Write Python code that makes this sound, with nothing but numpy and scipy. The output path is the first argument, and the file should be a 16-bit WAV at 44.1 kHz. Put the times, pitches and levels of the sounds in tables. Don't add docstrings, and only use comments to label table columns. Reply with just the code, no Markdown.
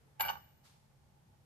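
import sys
import numpy as np
from scipy import signal
from scipy.fft import rfft, irfft, next_fast_len
from scipy.io import wavfile

SR = 44100
rng = np.random.default_rng(int(sys.argv[2]) if len(sys.argv) > 2 else 0)


def pcm_store(signal):
    levels = np.round(np.clip(np.atleast_2d(signal), -1, 1) * 32767)
    wavfile.write(sys.argv[1], SR, levels.astype(np.int16).T)


N = 63945
T = np.arange(N) / SR
PAN = np.array([[.5], [-.5]])

# start in seconds, relative knock and tick levels in dB, tick centre in Hz.
TIP_IMPACTS = [(0.1978, -14, 0.5, 2690), (0.2000, -4.5, -2, 1300), (0.2068, 1, 10.5, 6150),
               (0.2098, -9, 2, 3400), (0.2169, -9.5, -17.5, 1860), (0.2343, -26, -10, 2200),
               (0.2513, -5, -3.5, 1720), (.2595, -12, -8, 1690), (0.2746, -9.5, -7, 1600),
               (0.2832, -16, 1, 2880), (0.2891, -2.5, 3.5, 2090), (0.2949, -21, 0, 3620),
               (0.3000, 0.5, -13, 1550), (.333, -14.5, -16, 2510), (0.355, -11.5, -28, 1590),
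               (.371, -18.5, -46, 1600), (.387, -36, -26, 1630)]
# time in seconds, relative level in dB.
CHATTER_FORCE = [(.196, -46), (.203, -26), (.216, -5), (.245, 2), (.258, 3), (.267, 1.5), (.285, -4.5),
                 (.305, 0.5), (.32, -9), (.335, -7.5), (.365, -16.5), (.39, -36), (.47, -53)]
# frequency in Hz, gain in dB, 60 dB decay time in seconds,
# change of gain in dB once the fingers let go.
BODY_MODES = [(609, -13.5, 0.091, -14), (829, -3, 0.049, -9.5), (860, -10, 0.1, 3),
              (912.7, 0.5, 0.044, 1.5), (1106, -17.5, 0.043, 14), (1176, -13, .1, 7.5),
              (1427, -4.5, 0.057, -0.5), (1514, -1.5, 0.061, -3), (1585, -3, 0.035, -13),
              (2310, -6.5, 0.0328, 0), (2775, -18, 0.036, -3), (2881, -6, 0.03, -2), (2952, -10, 0.065, 6),
              (3108, -28, 0.032, -5), (3646, -17, 0.024, 6.5), (4260, -20.5, .03, 3),
              (4384, -10.5, .028, 0), (4550, -17.5, .03, -2), (4860, -12, .028, -6),
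              (5530, -20.5, 0.16, 7.5), (6120, -26, .06, 8.5), (6880, -17.5, 0.04, 2),
              (7186, -9.5, .03, -15)]
# frequency in Hz, relative level in dB.
CRACK_SPECTRUM = [(100, -18), (350, -36), (600, -7), (1000, 11), (1300, 9.5), (1600, 9), (2000, 7),
                  (2300, 9.5), (2620, 1.5), (3000, 2), (3400, -7), (3750, -7.5), (4500, -1.5), (5700, -9),
                  (7200, -13.5), (8500, -9.5), (10000, -26), (12000, 2), (13500, -38.5)]
# time in seconds, frequency in Hz.
NOTE_GLIDE = [(.197, 12090), (.205, 12200), (.216, 12240), (.235, 12370), (.262, 12220), (.283, 12080),
              (.301, 12074), (.42, 12000)]
# frequency in Hz, relative level in dB.
WHIRR_SPECTRUM = [(400, -30), (600, -14.5), (750, -14.5), (810, 5.5), (900, -1.5), (990, -22.5),
                  (1500, -20), (3000, -45), (8000, -57.5)]
# frequency in Hz, relative level in dB.
SHUDDER_SPECTRUM = [(30, -15), (50, -15), (70, 4), (110, -3), (190, -1.5), (270, -18), (500, -13),
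                    (1500, -66)]
# frequency in Hz, relative level in dB.
GRIP_SPECTRUM = [(100, -32), (280, -10.5), (460, -0.5), (650, -16), (1500, -13.5), (4000, -28),
                 (13000, -30)]
# frequency in Hz, relative level in dB.
SWISH_SPECTRUM = [(300, -1), (1000, 5.5), (2500, 2), (4300, 4.5), (6500, 0), (9000, -2), (13500, -8)]
# frequency in Hz, relative level in dB.
AIR_SPECTRUM = [(25, -18.5), (45, -8), (70, -1), (115, -1.5), (200, -6.5), (280, -17), (600, -17),
                (1200, -22.5), (2500, -27.5), (6000, -31), (13000, -34.5)]
# frequency in Hz, level in dB.
HUM_PARTIALS = [(72.5, -77), (100, -75.5), (129.5, -77), (138.5, -69.5)]
# frequency in Hz, correlation coefficient.
COHERENCE = [(30, .8), (150, 0.61), (300, 0.74), (800, 0.062), (3000, 0), (14000, 0.08)]
# frequency in Hz, left minus right in dB, left lead in radians.
CLATTER_IMAGE = [(212, 4, 4.5), (654, -3, 3.5), (857, -7.5, 0.5), (1146, -7, 2.5), (1520, -6.5, 1.5),
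                 (2000, -1, 4), (2523, 2.5, -2), (3100, 6, 2.1), (4420, 5.5, 0.5), (5800, 0.5, 4),
                 (6560, 5, 4), (11850, 3, 2.5)]


def strikes():
    knock_hz, tick_octaves, grit_s = 1214, 2.22, 0.0012
    edge_ratio = 2 ** (tick_octaves / 2)
    knocks, ticks = np.zeros((2, N))
    for start, knock_db, tick_db, tick_hz in TIP_IMPACTS:
        impulse = np.maximum(1 - np.abs(T - start) * SR, 0)
        grit = rng.standard_normal(N) * (T >= start) * np.exp(-np.abs(T - start) / grit_s)
        knocks += from_db(knock_db) * impulse
        tick = from_db(tick_db) * (impulse + from_db(-9) * grit) / 2
        ticks += cut(cut(tick, tick_hz / edge_ratio, "high"), tick_hz * edge_ratio, "low")
    return from_db(-38) * (2 * cut(knocks, knock_hz, "low") + ticks)


def chatter():
    touches_per_s, spread_db = 1600, 2.5
    touching = rng.random(N) < touches_per_s / SR
    contour_db = np.interp(T, *np.transpose(CHATTER_FORCE), left=-200, right=-200)
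    sizes = from_db(-56 + contour_db + spread_db * rng.standard_normal(N))
    touches = cut(touching * sizes * rng.choice([-1, 1], N), 3100, "low", order=1)
    return cut(touches, 940, "high", order=1)


def top_and_slab(force):
    let_go_s, let_go_takes_s, crack_t60_s = 0.282, 0.0099, 0.05
    released = np.clip((T - let_go_s) / let_go_takes_s, 0, 1)
    ringing = np.zeros(N)
    for hz, db, t60, change_db in BODY_MODES:
        mode = np.sin(2 * np.pi * hz * T) * decay(T, t60)
        ringing += convolve(force * from_db(db + released * change_db), mode)
    energy_decay = decay(T, crack_t60_s) ** 2
    contact_energy = convolve(force ** 2, energy_decay / energy_decay.sum())
    grit = np.sqrt(np.abs(contact_energy)) * rng.standard_normal(N)
    crack = shaped(grit, lambda hz: from_db(25 + at_hz(CRACK_SPECTRUM, hz)))
    low_hz, high_hz = 572, 11850
    return cut(cut(ringing + crack, low_hz, "high", order=4), high_hz, "low", order=10)


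def thin_note():
    twin_hz, rasp_hz, flutter_hz, flutter_db = 12050, 450, 35.6, 2.7
    pitch_hz = np.interp(T, *np.transpose(NOTE_GLIDE))
    gliding = from_db(-36.5) * swell(start_s=0.196, rise_s=0.013, hold_s=0, t60_s=0.27)
    gliding *= np.sin(2 * np.pi * np.cumsum(pitch_hz) / SR)
    twin = from_db(-49) * swell(start_s=0.196, rise_s=0.0016, hold_s=0, t60_s=0.64)
    twin *= np.sin(2 * np.pi * twin_hz * T)
    rasp = 1 + from_db(-34) * wander(rasp_hz)
    return (gliding * rasp + twin) * from_db(flutter_db * wander(flutter_hz))


def squeak(hz=2315):
    envelope = swell(start_s=0.2307, rise_s=0.0015, hold_s=0.012, t60_s=0.013)
    return from_db(-41) * envelope * np.sin(2 * np.pi * hz * T)


def table_shudder():
    envelope = swell(start_s=0.186, rise_s=0.013, hold_s=0.13, t60_s=0.4)
    return from_db(-58.5) * envelope * noise(SHUDDER_SPECTRUM)


def whirr():
    start_s, pan_db = 0.077, -9
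    pulse_hz, pulse_db, peak_s = 7.3, 2, 1.046
    level_db = -81 + pulse_db * np.cos(2 * np.pi * pulse_hz * (T - peak_s))
    return from_db(level_db) * (T > start_s) * noise(WHIRR_SPECTRUM) * from_db(pan_db * PAN)


def hand():
    grip = from_db(-74.5) * decay(T - 0.076, t60_s=0.96) * noise(GRIP_SPECTRUM)
    withdrawal = swell(start_s=0.6306, rise_s=0.027, hold_s=0.0058, t60_s=0.59)
    return grip + from_db(-64) * withdrawal * noise(SWISH_SPECTRUM)


def stereo_image(x):
    def response(hz):
        level_db, lead_rad = at_hz(CLATTER_IMAGE, hz), at_hz(CLATTER_IMAGE, hz, column=2)
        return from_db(PAN * level_db) * np.exp(1j * PAN * lead_rad)
    return shaped(x, response)


def reverberation(x, t60_s, delay_s=0.006):
    delayed = np.interp(T - delay_s, T, x, left=0)
    tails = rng.standard_normal((2, N)) * decay(T, t60_s)
    return np.array([convolve(delayed, tail / np.linalg.norm(tail)) for tail in tails])


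def background():
    hum = sum(from_db(db) * np.sin(2 * np.pi * (hz * T + rng.random())) for hz, db in HUM_PARTIALS)
    return from_db(-68.5) * noise(AIR_SPECTRUM) + hum


def noise(spectrum):
    mid, side = rng.standard_normal((2, N))
    mid = shaped(mid, lambda hz: from_db(at_hz(spectrum, hz)) * np.sqrt(1 + at_hz(COHERENCE, hz)))
    side = shaped(side, lambda hz: from_db(at_hz(spectrum, hz)) * np.sqrt(1 - at_hz(COHERENCE, hz)))
    return unit_rms(np.array([mid + side, mid - side]))


def wander(hz):
    return unit_rms(cut(rng.standard_normal(N), hz, "low"))


def swell(start_s, rise_s, hold_s, t60_s):
    return np.clip((T - start_s) / rise_s, 0, 1) * decay(T - start_s - rise_s - hold_s, t60_s)


def decay(t, t60_s):
    return np.exp(-np.log(1000) * np.maximum(t, 0) / t60_s)


def convolve(x, impulse_response):
    return signal.fftconvolve(x, impulse_response)[:N]


def cut(x, hz, kind, order=2):
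    return signal.sosfilt(signal.butter(order, hz, kind, fs=SR, output="sos"), x + 1e-18)


def shaped(x, response):
    size = next_fast_len(2 * N)
    hz = np.arange(size // 2 + 1) * SR / size
    return irfft(rfft(x, size) * response(hz), size)[..., :N]


def at_hz(table, hz, column=1):
    rows = np.array(table)
    return np.interp(np.log(hz + 1e-9), np.log(rows[:, 0]), rows[:, column])


def from_db(db):
    return 10 ** (np.asarray(db) / 20)


def unit_rms(x):
    return x / np.sqrt(np.mean(x ** 2) + 1e-30)


def scene():
    note_pan_db = 12.5
    clatter = top_and_slab(strikes() + chatter()) + squeak()
    note = thin_note()
    early = from_db(-9.5) * reverberation(clatter, t60_s=0.16)
    near = stereo_image(clatter + early) + note * from_db(note_pan_db * PAN)
    bright_clatter = clatter + from_db(-1.5) * cut(clatter, 6200, "high", order=1)
    far = from_db(-21) * reverberation(bright_clatter, t60_s=0.7)
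    far += from_db(-19.5) * reverberation(note, t60_s=0.16)
    return near + far + table_shudder() + whirr() + hand() + background()


def record(dry, cutoff_hz=14000):
    return signal.sosfilt(signal.ellip(10, .1, 70, cutoff_hz, fs=SR, output="sos"), dry)


dry = scene()
out = record(dry)
pcm_store(out)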